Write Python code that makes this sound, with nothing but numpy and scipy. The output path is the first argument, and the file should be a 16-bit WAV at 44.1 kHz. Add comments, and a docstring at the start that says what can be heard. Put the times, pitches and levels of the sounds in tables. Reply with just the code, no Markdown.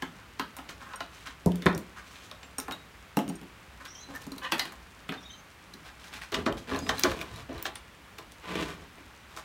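"""Prising open a plaster mould

A steel blade scrapes and clicks in the seam of a big plaster mould on a wooden bench, in a small studio.
A tool is put down, the seam cracks and the upper shell peels off its rubber lining with a creak.
The shell is then stood on its edge, knocked and dragged over the gritty bench while crumbs fall.
Blows are damped noise bursts, filtered clicks and ringing modes; rubbing is random grains through resonances.
Faint squeals are gliding sines, the creak is a train of slips, and diffuse noise tails give the echo."""
import sys
import numpy as np
from scipy import signal
from scipy.fft import rfft, irfft, next_fast_len
from scipy.io import wavfile
from scipy.ndimage import map_coordinates

SR = 44100
rng = np.random.default_rng(int(sys.argv[2]) if len(sys.argv) > 2 else 0)


def pcm_store(signal):
    """Save signal as 16-bit PCM."""
    levels = np.round(np.clip(np.atleast_2d(signal), -1, 1) * 32767)
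    wavfile.write(sys.argv[1], SR, levels.astype(np.int16).T)


N = 416304
T = np.arange(SR // 2) / SR  # time axis of one blow (s)

# Event and mode levels below are in dB before the trims inside each function.

# Colour of the room's hush. Each row: frequency in Hz, spectral level in dB.
AIR_COLOUR = [(20, -19), (41, -11), (62, 2.5), (80, -8), (105, -6.5), (130, -14), (160, -7.5), (210, -12),
              (450, -16.5), (700, -17), (1150, -14), (2400, -17.5), (4940, -28), (11800, -36.5),
              (16000, -38)]
# Decay of the studio's echo. Each row: frequency in Hz, time to fall 60 dB in seconds.
STUDIO_DECAY = [(100, 0.69), (400, 0.36), (1500, 0.25), (5000, 0.24), (15000, 0.15)]
# Plaster crumbs snapping and landing.
# Each row: start in seconds, ring level in dB, pitch in Hz, ring time (60 dB) in seconds, snap level in dB.
CRUMBS = [(1.519, -35, 3100, 0.0075, -55), (1.557, -41, 5230, 0.0018, -48), (1.749, -27, 5660, 0.0046, -54),
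          (1.778, -38, 12400, .0036, -44), (2.314, -33, 3730, 0.0066, -59), (2.434, -63, 7400, 0.3, -68),
          (2.6, -43, 5600, 0.0061, -38.5), (2.722, -42, 3800, 0.14, -47), (4.152, -48, 11500, .005, -57),
          (4.16, -41, 11800, .005, -51), (4.221, -43, 5800, .005, -57), (4.24, -48, 4500, .006, -64),
          (4.319, -44, 4090, 0.018, -59), (4.382, -42, 3950, .02, -63), (5.738, -38, 4060, 0.014, -61),
          (6.19, -42, 1340, .015, -65), (6.219, -38, 1900, 0.022, -59), (6.525, -35, 3150, 0.0092, -54),
          (6.761, -37, 4250, 0.014, -52), (6.79, -30, 6640, 0.0049, -50), (6.865, -42, 2660, 0.01, -63),
          (6.982, -31.5, 4060, .013, -53), (6.995, -22, 15030, 0.0045, -36),
          (7.19, -34.5, 2510, 0.018, -62), (7.213, -32.5, 2420, 0.014, -52.5), (7.36, -48, 3870, .027, -55),
          (7.529, -54, 5970, 0.016, -66), (7.58, -43, 4000, 0.011, -60), (7.626, -23, 14950, 0.009, -45),
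          (7.755, -41, 9100, .025, -51), (8.32, -39.5, 3400, 0.0058, -54)]
# Modes of a chip. Each row: multiple of its pitch, level in dB.
CHIP_MODES = [(.93, -10), (1, 13.5), (1.12, 5), (1.46, 1.5), (2.07, -8), (2.45, -5)]
# Faint thin squeals, perhaps birds outside; the one near 6.8 s is perhaps a plaster squeak.
# Each row: start in seconds, length in seconds, first pitch in Hz, last pitch in Hz, level in dB,
# roughness as a share of pitch.
SQUEALS = [(3.865, 0.055, 5500, 5770, -48, 0.016), (3.909, 0.12, 5790, 6240, -46, 0.025),
           (3.93, 0.074, 3170, 3300, -50, 0.018), (3.99, 0.085, 4020, 4060, -47, 0.01),
           (4.143, 0.023, 1730, 1784, -35, 0.016), (5.174, 0.019, 3680, 3660, -44, .012),
           (5.19, 0.063, 5600, 5750, -52, 0.024), (5.206, .07, 6600, 6900, -58, .02),
           (5.225, .04, 3400, 3480, -49, 0.023), (5.242, 0.03, 3700, 3800, -41, 0.013),
           (5.286, 0.019, 3940, 3750, -42, 0.017), (5.318, 0.026, 3800, 4020, -43.5, .018),
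           (5.294, .012, 3100, 3160, -40, .009), (5.333, .012, 3140, 3120, -41, .009),
           (5.286, 0.058, 6160, 6220, -46, 0.0072), (5.347, 0.057, 6530, 6330, -53, .02),
           (6.787, 0.12, 4830, 5140, -45, 0.0036), (6.825, 0.067, 7700, 7550, -52, .006),
           (7.295, 0.063, 3880, 3810, -53, 0.0044)]
# The blade springing free and rattling. Each row: start in seconds, level in dB.
PINGS = [(0.958, -42), (2.583, -30.5), (3.1675, -44), (3.288, -42.5), (3.292, -52), (3.355, -47),
         (4.267, -56), (4.32, -48.5)]
# Ringing modes of the steel blade. Each row: frequency in Hz, level in dB, ring time (60 dB) in seconds.
BLADE_MODES = [(5600, 4.5, 0.09), (6720, 9, 0.031), (8700, 11, 0.051), (10100, 3.5, 0.04),
               (11150, -30, 0.027), (11800, -1, .06), (12600, -8, .06), (14100, -12, .1)]
# Tools put down on the bench top.
# Each row: start in seconds, boom, thud, clack, crack and grit levels in dB, seconds until the top is muted.
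BUMPS = [(1.461, -9, -26, -32, -51, -42, .125), (1.659, -11, -23, -34, -34, -43, .145),
         (1.664, -32, -27, -27, -19.5, -49, .02), (1.729, -48, -48, -52, -41, -62, .02),
         (1.757, -22, -38, -50, -51, -62, .04)]
# Ringing modes of the bench top. Each row: frequency in Hz, level in dB, ring time (60 dB) in seconds.
BENCH_MODES = [(80, -14, .28), (112, -19, .25), (165, -10, .2), (177, -2, .55), (199, -5, .38),
               (216, -9, .2), (255, -15, .3), (305, -16, .3), (406, -12, .25), (520, -2, .25),
               (657, -4, .32), (850, -9, .2)]
# The heavy mould shifting and settling as the seam lets go.
# Each row: start in seconds, thud, clack, crack and grit levels in dB.
SETTLES = [(3.17, -14.5, -26, -30.5, -30.5), (3.189, -33, -29.5, -31.5, -40), (3.216, -32, -47, -55, -60),
           (3.279, -26, -51, -44, -46), (3.298, -27, -41.5, -45, -45), (3.338, -43, -66, -56, -62),
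           (3.414, -35, -57, -50, -54), (3.433, -45, -56, -56, -60), (4.267, -29.5, -51, -59, -48),
           (4.362, -38, -55, -68, -52), (5.092, -26.5, -58, -28.5, -60), (5.741, -39, -65, -50, -53)]
# Modes of the lower half lying on the bench. Each row: frequency in Hz, level in dB, ring time (60 dB) in seconds.
BASE_MODES = [(172, 2, .11), (205, 5, .09), (272, 2, .14), (400, -5, .14), (538, -1, .16), (700, -1, .14),
              (845, 4, .1), (1270, -10, .14)]
# The rubber lining creaking just before the shell comes free.
# Each row: time in seconds, slips per second, level in dB.
CREAK = [(4.422, 153, -40), (4.432, 206, -34), (4.441, 216, -37), (4.447, 257, -26), (4.475, 259, -31.5),
         (4.51, 240, -43.5)]
# Modes of the rubber-lined cavity. Each row: frequency in Hz, level in dB, ring time (60 dB) in seconds.
LINING_MODES = [(553, -11, 0.14), (786, -10, .12), (1040, 1.5, .12), (1170, -1.5, .1), (1400, -6, .04),
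                (1547, 0, .06), (1797, 2, 0.11), (1930, -3, 0.074), (2380, -9, .06), (2510, -6, .08),
                (2910, -5, 0.12), (3100, -6, 0.055), (3440, -7, .06), (3800, -7, .03), (4250, -11, .03)]
# Strokes of blade and rubber along the seam.
# Each row: start in seconds, length in seconds, rasp, rumble and grit levels in dB.
SEAM_STROKES = [(0.19, 0.015, -48, -73, -72), (0.69, 0.013, -41, -44.5, -43),
                (0.803, 0.022, -42.5, -52, -52), (0.835, 0.13, -45.5, -58, -58),
                (1.07, 0.16, -58, -69, -55), (1.255, 0.029, -40.5, -60, -47),
                (1.958, 0.037, -43.5, -65, -53), (2.02, 0.25, -55, -60.5, -52), (3.8, 0.017, -45, -57, -57),
                (3.846, 0.02, -45, -71, -50), (4.085, 0.038, -48.5, -41, -52),
                (4.135, 0.03, -44.5, -62, -51.5), (4.205, 0.025, -51.5, -48, -45.5),
                (4.425, 0.031, -50, -50.5, -44), (4.54, 0.028, -60, -53, -67), (4.62, 0.061, -48, -69, -53)]
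# Colour of the seam's rub. Each row: frequency in Hz, spectral level in dB.
SEAM_COLOUR = [(29, -33), (50, -26), (264, -19.5), (461, -21), (532, -13.5), (711, -12.5), (1020, -16),
               (1300, -0.5), (1780, -1), (2210, -7), (2950, -14.5), (5020, -30), (11700, -47.5),
               (16000, -49)]
# Blade levering in the seam, plaster giving way.
# Each row: start in seconds, clack, thud, crack and grit levels in dB.
PRISES = [(0.023, -25.5, -29.5, -41, -39), (0.396, -21.5, -31.5, -37.5, -35.5), (0.567, -36, -78, -56, -35),
          (0.587, -31.5, -39.5, -52, -59), (0.69, -58, -58, -48, -66), (0.936, -29, -60, -52, -59),
          (1.006, -24.5, -42, -41.5, -45), (1.273, -43, -49, -45.5, -52), (1.622, -40.5, -37.5, -44, -43),
          (2.313, -35.5, -65, -54, -57), (2.431, -42.5, -49, -50, -61), (2.584, -29, -34.5, -51, -31),
          (2.682, -26.5, -35.5, -58, -44), (2.711, -29, -40, -43, -41), (3.853, -56, -52, -48.5, -44),
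          (4.318, -41, -37.5, -65, -43), (4.381, -41, -63, -55, -39), (4.521, -15.5, -30, -28.5, -25.5),
          (4.527, -31, -28.5, -43, -49), (4.582, -28.5, -59, -52, -36), (4.595, -26, -46, -28.5, -27),
          (4.601, -32, -48, -51, -47), (4.654, -37, -40, -45, -40), (4.722, -36, -74, -57, -43),
          (5.09, -30.5, -54, -54, -42), (5.122, -27, -35.5, -47, -48), (5.14, -35, -45, -50, -54)]
# Modes of the closed mould. Each row: frequency in Hz, level in dB, ring time (60 dB) in seconds.
MOULD_MODES = [(268, 4, 0.11), (301.5, -14.5, 0.19), (538, -8.5, 0.18), (872, 4.5, .07),
               (1051, 14.5, 0.056), (1300, -3, 0.25), (1427, 2, 0.095), (2080, -22, 0.11)]
# Modes of the freed shell above its hollow note.
# Each row: frequency in Hz, level in dB, ring time (60 dB) in seconds.
SHELL_MODES = [(416.6, -1, 0.25), (513, -15, 0.27), (567, -8, 0.21), (645, 4.5, 0.15), (850, -3, 0.28),
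               (1027, 5, 0.19), (1156, 6, 0.15), (1444, -11, 0.024), (1603, -3, 0.12), (1800, -9.5, 0.29),
               (2380, -3, 0.032)]
# The shell rocking over on its rim. Each row: start in seconds, length in seconds, rumble level in dB.
ROCKS = [(7.097, 0.055, -50), (7.297, 0.14, -43.5), (7.483, 0.1, -48)]
# Pushes that slide the shell's rim over the bench.
# Each row: start in seconds, length in seconds, rasp, rumble and grit levels in dB.
SLIDES = [(5.837, 0.055, -46.5, -81, -54), (5.99, 0.094, -51, -77, -52), (6.122, 0.053, -42.5, -54, -46.5),
          (6.213, 0.021, -40.5, -69, -46.5), (6.356, 0.049, -44, -33.5, -52), (6.569, 0.017, -48, -62, -46),
          (6.672, 0.014, -39.5, -37.5, -50), (6.692, 0.069, -36, -36.5, -47.5),
          (6.772, 0.16, -61, -39, -51), (6.925, 0.18, -40.5, -52, -43.5), (7.117, 0.1, -42, -43, -49.5),
          (7.253, 0.17, -47.5, -54.5, -55), (7.485, 0.046, -47, -42.5, -69),
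          (7.538, 0.081, -45, -55, -57.5), (8.425, 0.054, -42.5, -51, -58),
          (8.476, 0.15, -33.5, -35, -46.5), (8.6, 0.036, -54, -48, -50), (8.655, 0.076, -42, -46.5, -51),
          (8.725, 0.12, -56, -51.5, -68), (8.969, 0.014, -52.5, -53, -71), (9.266, 0.11, -57, -70, -61),
          (9.363, 0.028, -48, -52, -45)]
# Colour of the rim's rub with the shell on edge. Each row: frequency in Hz, spectral level in dB.
EDGE_COLOUR = [(55, -2), (80, 2), (115, -3), (165, -2), (270, -7), (400, -1.5), (560, -6), (800, 0),
               (1050, -0.5), (1200, -4), (1600, 3), (2300, -1), (3800, -4), (7000, -22), (16000, -34)]
# Colour of the rim's rub with the shell on its back. Each row: frequency in Hz, spectral level in dB.
BACK_COLOUR = [(55, -5), (80, 1), (115, -20), (165, 4.5), (210, -4), (270, -8), (350, -5.5), (480, -2),
               (950, -4.5), (1800, -6), (3800, -10), (7000, -24), (16000, -37)]
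# The freed shell striking the bench; where it lands sets its hollow note.
# Each row: start in seconds, clack, thud, crack and grit levels in dB, note in Hz.
KNOCKS = [(6.32, -33, -29, -42, -31.5, 395), (6.325, -43, -31, -36, -46, 344),
          (6.343, -26, -26.5, -25, -28.5, 265), (6.462, -23.5, -17, -30, -36, 238),
          (6.473, -22.5, -21.5, -55, -55, 268), (6.712, -29.5, -24, -53, -55, 264),
          (6.734, -37, -25.5, -40, -44, 265), (6.746, -29.5, -32, -47, -52, 269),
          (6.771, -37, -35, -53, -48, 273), (6.865, -37, -55, -42, -52, 265),
          (6.892, -21, -25, -24.5, -25.5, 265), (7.036, -27, -17, -23.5, -18, 353),
          (7.047, -19, -16, -44, -41, 360), (7.115, -30.5, -38, -36, -31.5, 338),
          (7.214, -39, -37.5, -39.5, -32.5, 345), (7.492, -47, -29.5, -52, -55, 261),
          (7.546, -46, -35, -53, -58, 336), (7.654, -29, -40, -30.5, -35, 341),
          (7.664, -46, -39, -35.5, -30.5, 350), (7.756, -46.5, -57, -40, -47, 342),
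          (8.184, -41, -41, -42.5, -35, 337), (8.625, -47, -39, -39, -48, 313),
          (8.795, -60, -48, -65, -67, 198), (9.0, -55, -47, -62, -64, 280),
          (9.372, -34, -60, -62, -56, 353)]

TOP_HZ = 16100  # upper limit of the sound
AIR_DB = -52  # level of the studio's hush
DUST_PER_S, DUST_DB, DUST_SPREAD_DB = 20, -71, 2  # specks: middling rate, level, scatter of size (+/-)
CHIP_SIDE_T60 = .025  # longest ring of a chip's side modes (s)
SQUEAL_RELEASE_S = .005  # time constant of a squeal breaking off
SWING_HZ, SWING_S, MUTED_T60 = 178, .023, .11  # bench top's first swings, their length; ring time under a hand (s)
PEEL_STEP_S, PEEL_SHIFT = .014, .018  # the loose edge moves on this often; typical detuning of the lining (share)
FREE_AT = 4.5  # the upper shell comes loose (s)
LAID_AT = 7.0  # the shell tips onto its back (s)
UPRIGHT_HZ, LYING_HZ = 265, 332.6  # the shell's hollow note on its edge and on its back
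NOTE_DB, NOTE_T60 = 10, 0.13  # relative strength and ring time (s) of that note
RING_ON_EDGE, RING_ON_BACK = 1.3, .7  # how freely the dragged shell rings; the bench damps it when it lies flat
DRAG_GRAINS_PER_S = 1100  # grains crushed under the sliding rim
GRAIN_SPREAD_DB, SMOOTH_SHARE = 2.2, .55  # scatter of grain size; fine powder against the grains
STROKE_ATTACK_SHARE = 0.36  # least part of a stroke spent getting up to speed
LONG_PUSH_S = 0.7  # the nearer a push comes to this length, the more of it is run-up
STROKE_RELEASE_S = 0.016  # time constant of coming to rest


def amp(db):
    """Decibels to gain."""
    return 10 ** (np.asarray(db) / 20)


def unit(x):
    """Scaled to rms 1."""
    return x / np.sqrt(np.mean(x ** 2) + 1e-20)


def pulse(x):
    """Scaled to the energy of 10 ms at rms 1."""
    return x * np.sqrt(SR / 100 / np.sum(x ** 2))


def along(points, hz):
    """(Hz, value) points read on a log frequency axis."""
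    f, v = np.transpose(points)
    return np.interp(np.log(hz + 1), np.log(f + 1), v)


def curves(rows):
    """One value per sample for each column after the time."""
    s, *cols = np.transpose(rows)
    return [np.interp(np.arange(N) / SR, s, c) for c in cols]


def during(rows, fade=0.024):
    """1 while a curve lasts, with soft ends."""
    first, last = rows[0][0], rows[-1][0]
    return np.interp(np.arange(N) / SR, [first - fade, first, last, last + fade], [0, 1, 1, 0])


def wobble(rate, size=N):
    """A smooth random curve with rate knots a second."""
    knots = rng.standard_normal(int(size * rate / SR) + 4)
    return map_coordinates(knots, [np.arange(size) * rate / SR])


def filtered(x, response):
    """x shaped by a response of frequency."""
    m = next_fast_len(N + SR // 2)
    return irfft(rfft(x, m) * response(np.fft.rfftfreq(m, 1 / SR)), m)[:N]


def band(x, lo_hz, hi_hz):
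    """Causal band-pass."""
    edges = [lo_hz, min(hi_hz, .48 * SR)]
    return signal.sosfilt(signal.butter(3, edges, "band", fs=SR, output="sos"), x)


def add(track, s, sound):
    """Mix a sound into the track at time s."""
    start = max(round(s * SR), 0)
    track[start:start + len(sound)] += sound[:N - start]


def burst(lo_hz, hi_hz, t60, rise=0.00036):
    """A blow on many close, well damped modes; a crushing contact takes a moment to build."""
    noise = rng.standard_normal(len(T)) * amp(-60 * T / t60) * (1 - np.exp(-T / rise))
    return pulse(band(noise, lo_hz, hi_hz))


def click(lo_hz, hi_hz):
    """The first, clean edge of a brittle contact."""
    return pulse(band(signal.unit_impulse(len(T)), lo_hz, hi_hz))


def ring(modes, low_db, high_db, rise=0.0079, split_hz=450):
    """Modes at new strengths: the weight of a blow drives the low ones, its hardness the high ones."""
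    out = np.zeros(len(T))
    for hz, db, t60 in modes:
        drive_db = low_db if hz < split_hz else high_db
        envelope = amp(drive_db + db + rng.normal(0, 2.3) - 60 * T / t60)
        out += envelope * np.sin(2 * np.pi * hz * (1 + rng.normal(0, 0.005)) * T)
    return out * (1 - np.exp(-T / rise))


def studio(x, wet_db, gap=0.00075):
    """The sound with a fresh diffuse echo that starts after the first bounce off the bench."""
    hz, t, z = signal.stft(rng.standard_normal(len(T)), SR, nperseg=256)
    decay = amp(-60 * t / along(STUDIO_DECAY, hz)[:, None])
    tail = signal.istft(z * decay, SR, nperseg=256)[1][:len(T)]
    tail = tail * np.clip(T / gap - .5, 0, 1)
    echo = signal.fftconvolve(x, tail / np.linalg.norm(tail))[:len(x)]
    return x + amp(wet_db) * echo


def stroke(start, length):
    """Speed of one hand movement: it swells, holds and dies away; long pushes start more gently."""
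    t = np.arange(N) / SR - start
    attack = length * (STROKE_ATTACK_SHARE + length / LONG_PUSH_S)
    swell = np.sin(np.pi / 2 * np.clip(t / attack, 0, 1)) ** 0.56
    return swell * np.exp(-np.clip((t - length) / STROKE_RELEASE_S, 0, 20))


def friction(strokes, colour, modes, grain_rate, judder_db, ring_share, crackle_rate, crackle_db):
    """Grains catch and break under a stroke; they shake the bench, the plaster's modes and the loose grit."""
    caught = rng.random(N) < grain_rate / SR
    grains = caught * rng.standard_normal(N) * amp(GRAIN_SPREAD_DB * rng.standard_normal(N))

    def response(f):
        """The rub's colour, lifted around each mode."""
        resonance = sum(amp(db) / (1 + 1j * (f - hz) * t60 / 2) for hz, db, t60 in modes)
        return amp(along(colour, f)) * (1 + ring_share * resonance)

    rub = filtered(unit(grains) + SMOOTH_SHARE * rng.standard_normal(N), response)
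    rumble = unit(band(rub, 52, 465))
    rasp = unit(band(rub, 696, 3850))
    grit = unit(band(rub, 5780, 17000))
    # a few larger grains snap singly
    coarse = (rng.random(N) < crackle_rate / SR) * rng.standard_normal(N)
    grit = unit(grit + amp(crackle_db) * unit(band(coarse, 2300, 4100)))
    out = np.zeros(N)
    for start, length, rasp_db, rumble_db, grit_db in strokes:
        layers = amp(rumble_db) * rumble + amp(rasp_db) * rasp + amp(grit_db) * grit
        out += stroke(start, length) * layers
    return studio(out * amp(judder_db * wobble(70) - 5.0), wet_db=-3.5)


def shell(note_hz):
    """All the modes of the freed shell, from its hollow note up."""
    return [(note_hz, NOTE_DB, NOTE_T60)] + SHELL_MODES


def air():
    """The steady hush of the studio: coloured noise with a barely moving level."""
    hush = unit(filtered(rng.standard_normal(N), lambda f: amp(along(AIR_COLOUR, f))))
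    return hush * amp(AIR_DB + 0.22 * wobble(12.0))


def dust():
    """Specks of plaster tick faintly on the bench, in loose flurries."""
    lands = rng.random(N) < DUST_PER_S / SR * amp(5 * wobble(2))
    specks = lands * amp(DUST_SPREAD_DB * rng.uniform(-1, 1, N))
    return amp(DUST_DB) * unit(studio(band(specks, 1600, 8500), wet_db=-7.0))


def squeals():
    """Each squeal is a short wavering whistle that glides, flutters and breaks off."""
    out = np.zeros(N)
    for start, length, first_hz, last_hz, db, rough in SQUEALS:
        glide_hz = np.interp(T, [0, length], [first_hz, last_hz])
        waver = 1.6 * wobble(1500, size=len(T)) + wobble(120, size=len(T))
        phase = 2 * np.pi * np.cumsum(glide_hz * (1 + rough * waver)) / SR
        swell = np.sqrt(np.clip(2 * T / length, 0, 1))
        release = np.exp(-np.maximum(T - length, 0) / SQUEAL_RELEASE_S)
        add(out, start, amp(db) * swell * release * np.sin(phase))
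    return studio(out * amp(4.5 * wobble(130) - 8), wet_db=-2)


def crumbs():
    """Small chips snap, each ringing like a tiny plate whose side modes die early."""
    out = np.zeros(N)
    for s, db, hz, t60, snap_db in CRUMBS:
        modes = [(hz * k, level, t60 if k == 1 else min(t60, CHIP_SIDE_T60))
                 for k, level in CHIP_MODES if hz * k < SR / 2]
        tick = amp(db - 5.5) * ring(modes, 0, 0, rise=0.00051)
        snap = amp(snap_db) * burst(1500, 14500, t60=0.0078)
        add(out, s, studio(tick, wet_db=-9.0) + studio(snap, wet_db=-4))
    return out


def blade():
    """The thin steel pings on its high modes when it slips off the plaster."""
    out = np.zeros(N)
    for s, db in PINGS:
        ping = amp(db - 11.0) * ring(BLADE_MODES, 0, 0, rise=0.00025)
        add(out, s, studio(ping, wet_db=-14))
    return out


def bumping():
    """Tools meet the bench, whose top swings deeply and rings until a hand's weight mutes it."""
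    out = np.zeros(N)
    for s, boom_db, thud_db, clack_db, crack_db, grit_db, free_s in BUMPS:
        body = amp(boom_db - 18.5) * click(187, 560)
        body += amp(thud_db) * burst(247, 553, t60=0.08)
        body += amp(clack_db) * burst(580, 990, t60=0.12)
        snap = amp(crack_db) * burst(970, 2090, t60=0.038)
        snap += amp(crack_db - 8.0) * burst(920, 4000, t60=0.019)
        grit = amp(grit_db) * click(3800, 13000)
        weight = amp(boom_db - 16.5) * click(56, 120)  # the frame takes the load
        swing = np.sin(np.pi * np.clip(T / SWING_S, 0, 1)) * np.sin(2 * np.pi * SWING_HZ * T)
        push = amp(boom_db - 10) * swing
        muting = amp(-60 * np.maximum(T - free_s, 0) / MUTED_T60)
        top = muting * ring(BENCH_MODES, boom_db - 10.5, clack_db - 9, rise=0.0035)
        add(out, s, studio(body + snap + grit, wet_db=-5.5) + push + weight + studio(top, wet_db=-15))
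    return out


def settling():
    """The lower half drops a little on its rubber lining: dull, quickly damped thuds."""
    out = np.zeros(N)
    for s, thud_db, clack_db, crack_db, grit_db in SETTLES:
        body = amp(thud_db - 12) * burst(164, 365, t60=0.19, rise=0.0012)
        body += amp(clack_db - 2) * burst(390, 990, t60=0.032)
        snap = amp(crack_db - 7.0) * burst(1240, 3400, t60=0.018)
        snap += amp(grit_db - 5.5) * burst(1600, 14600, t60=0.0047)
        base = ring(BASE_MODES, thud_db - 6.5, clack_db - 3, rise=0.006)
        add(out, s, studio(body, wet_db=-6.5) + studio(snap, wet_db=-4.5) + base)
    return out


def creak():
    """Rubber lets go in quick uneven slips; as the loose edge travels, each stretch rings the lining differently."""
    rate, db = curves(CREAK)
    count = np.floor(np.cumsum(rate * amp(1.9 * wobble(300))) / SR)
    slips = np.diff(count, prepend=0) * amp(3.5 * rng.standard_normal(N))
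    tone = np.zeros(N)
    for s in np.arange(CREAK[0][0] - PEEL_STEP_S, CREAK[-1][0] + PEEL_STEP_S, PEEL_STEP_S):
        modes = [(hz * (1 + PEEL_SHIFT * rng.standard_normal()), level, t60)
                 for hz, level, t60 in LINING_MODES]
        answer = pulse(ring(modes, 0, 0, rise=0.00047)) + amp(-20) * burst(840, 4300, t60=0.012)
        stretch = slips[round(s * SR):round((s + PEEL_STEP_S) * SR)]
        add(tone, s, signal.fftconvolve(stretch, answer))
    gate = during(CREAK, fade=0.008)
    return studio(gate * amp(db - 4.5) * tone / np.std(tone[gate > .5]), wet_db=-16)


def scraping():
    """Blade and rubber rub along the seam, exciting the closed mould's modes."""
    return friction(SEAM_STROKES, SEAM_COLOUR, MOULD_MODES, grain_rate=2100, judder_db=2.5,
                    ring_share=1.7, crackle_rate=160, crackle_db=-1.0)


def prising():
    """Each slip of the blade snaps the brittle seam and rings the mould; once loose, the shell rings alone."""
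    out = np.zeros(N)
    for s, clack_db, thud_db, crack_db, grit_db in PRISES:
        body = amp(thud_db - 9.5) * burst(162, 436, t60=0.046)
        body += amp(clack_db - 11.5) * burst(575, 1670, t60=0.067, rise=0.00025)
        if s < FREE_AT:
            modes = ring(MOULD_MODES, thud_db, clack_db - 13.5, rise=0.0093)
        else:
            modes = ring(shell(LYING_HZ), thud_db - 18, clack_db - 42, rise=0.002)
        snap = amp(crack_db) * burst(1700, 4160, t60=0.019, rise=0.00033)
        snap += amp(grit_db - 14.5) * burst(5200, 15000, t60=0.033)
        edge = amp(clack_db - 17.5) * click(720, 2270)
        edge += amp(crack_db - 5.5) * click(2760, 6000)
        edge += amp(grit_db - 16) * click(6600, 13600)
        add(out, s, studio(body, wet_db=-3) + studio(snap, wet_db=-1) + studio(modes, wet_db=-20) + edge)
        # the plaster crunches faintly just before it gives
        add(out, s - .007, amp(crack_db - 7.5) * burst(740, 6100, t60=0.15, rise=0.0039))
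    return out


def rocking():
    """The weight of the shell rolling on its rim rumbles through the bench."""
    load = sum(amp(db) * stroke(start, length) for start, length, db in ROCKS)
    return load * unit(band(rng.standard_normal(N), 42, 127))


def dragging():
    """The rim grinds over coarse grit; the shell's note rises and its colour changes once it lies on its back."""
    out = np.zeros(N)
    for on_back, note_hz, colour, freedom in [(False, UPRIGHT_HZ, EDGE_COLOUR, RING_ON_EDGE),
                                              (True, LYING_HZ, BACK_COLOUR, RING_ON_BACK)]:
        pushes = [row for row in SLIDES if (row[0] >= LAID_AT) == on_back]
        out += friction(pushes, colour, shell(note_hz), grain_rate=DRAG_GRAINS_PER_S, judder_db=1.5,
                        ring_share=freedom, crackle_rate=160, crackle_db=-5)
    return out


def knocking():
    """The hollow shell strikes the bench with a stony crack and rings briefly."""
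    out = np.zeros(N)
    for s, clack_db, thud_db, crack_db, grit_db, note_hz in KNOCKS:
        body = amp(thud_db - 11.0) * burst(251, 620, t60=0.07, rise=0.0057)
        body += amp(clack_db - 8.0) * burst(724, 1760, t60=0.042, rise=0.0015)
        weight = amp(thud_db - 15.0) * burst(40, 190, t60=0.52, rise=0.0067)  # the bench frame takes the load
        snap = amp(crack_db - 3.0) * burst(1410, 3760, t60=0.019, rise=0.0013)
        snap += amp(grit_db - 19.5) * burst(4800, 15700, t60=0.034)
        # doubled decibels: stone-hard contact stands out on hard blows only
        edge = amp(2 * grit_db + 13.5) * click(4240, 6770)
        hollow = ring(shell(note_hz), thud_db - 13, clack_db - 13, rise=0.0048)
        blow = studio(body, wet_db=-2) + studio(hollow + edge, wet_db=-15) + studio(snap, wet_db=-5.5)
        add(out, s, blow + weight)
        # grit under the rim is crushed first
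        add(out, s - .005, amp(crack_db - 8.0) * burst(690, 6360, t60=0.11, rise=0.0046))
    return out


def scene():
    """All the handling over the hush of the room."""
    background = air() + dust() + squeals()
    details = crumbs() + blade()
    bench = bumping() + settling()
    seam = creak() + scraping() + prising()
    freed_shell = rocking() + dragging() + knocking()
    return (background + details + bench + seam + freed_shell)[None]


def record(dry):
    """Thins the deepest bass and cuts steeply above the upper limit."""
    sound = signal.sosfilt(signal.butter(2, 32, "high", fs=SR, output="sos"), dry[0])
    return filtered(sound, lambda hz: 1 / (1 + (hz / TOP_HZ) ** 120))[None]


dry = scene()
out = record(dry)
pcm_store(out)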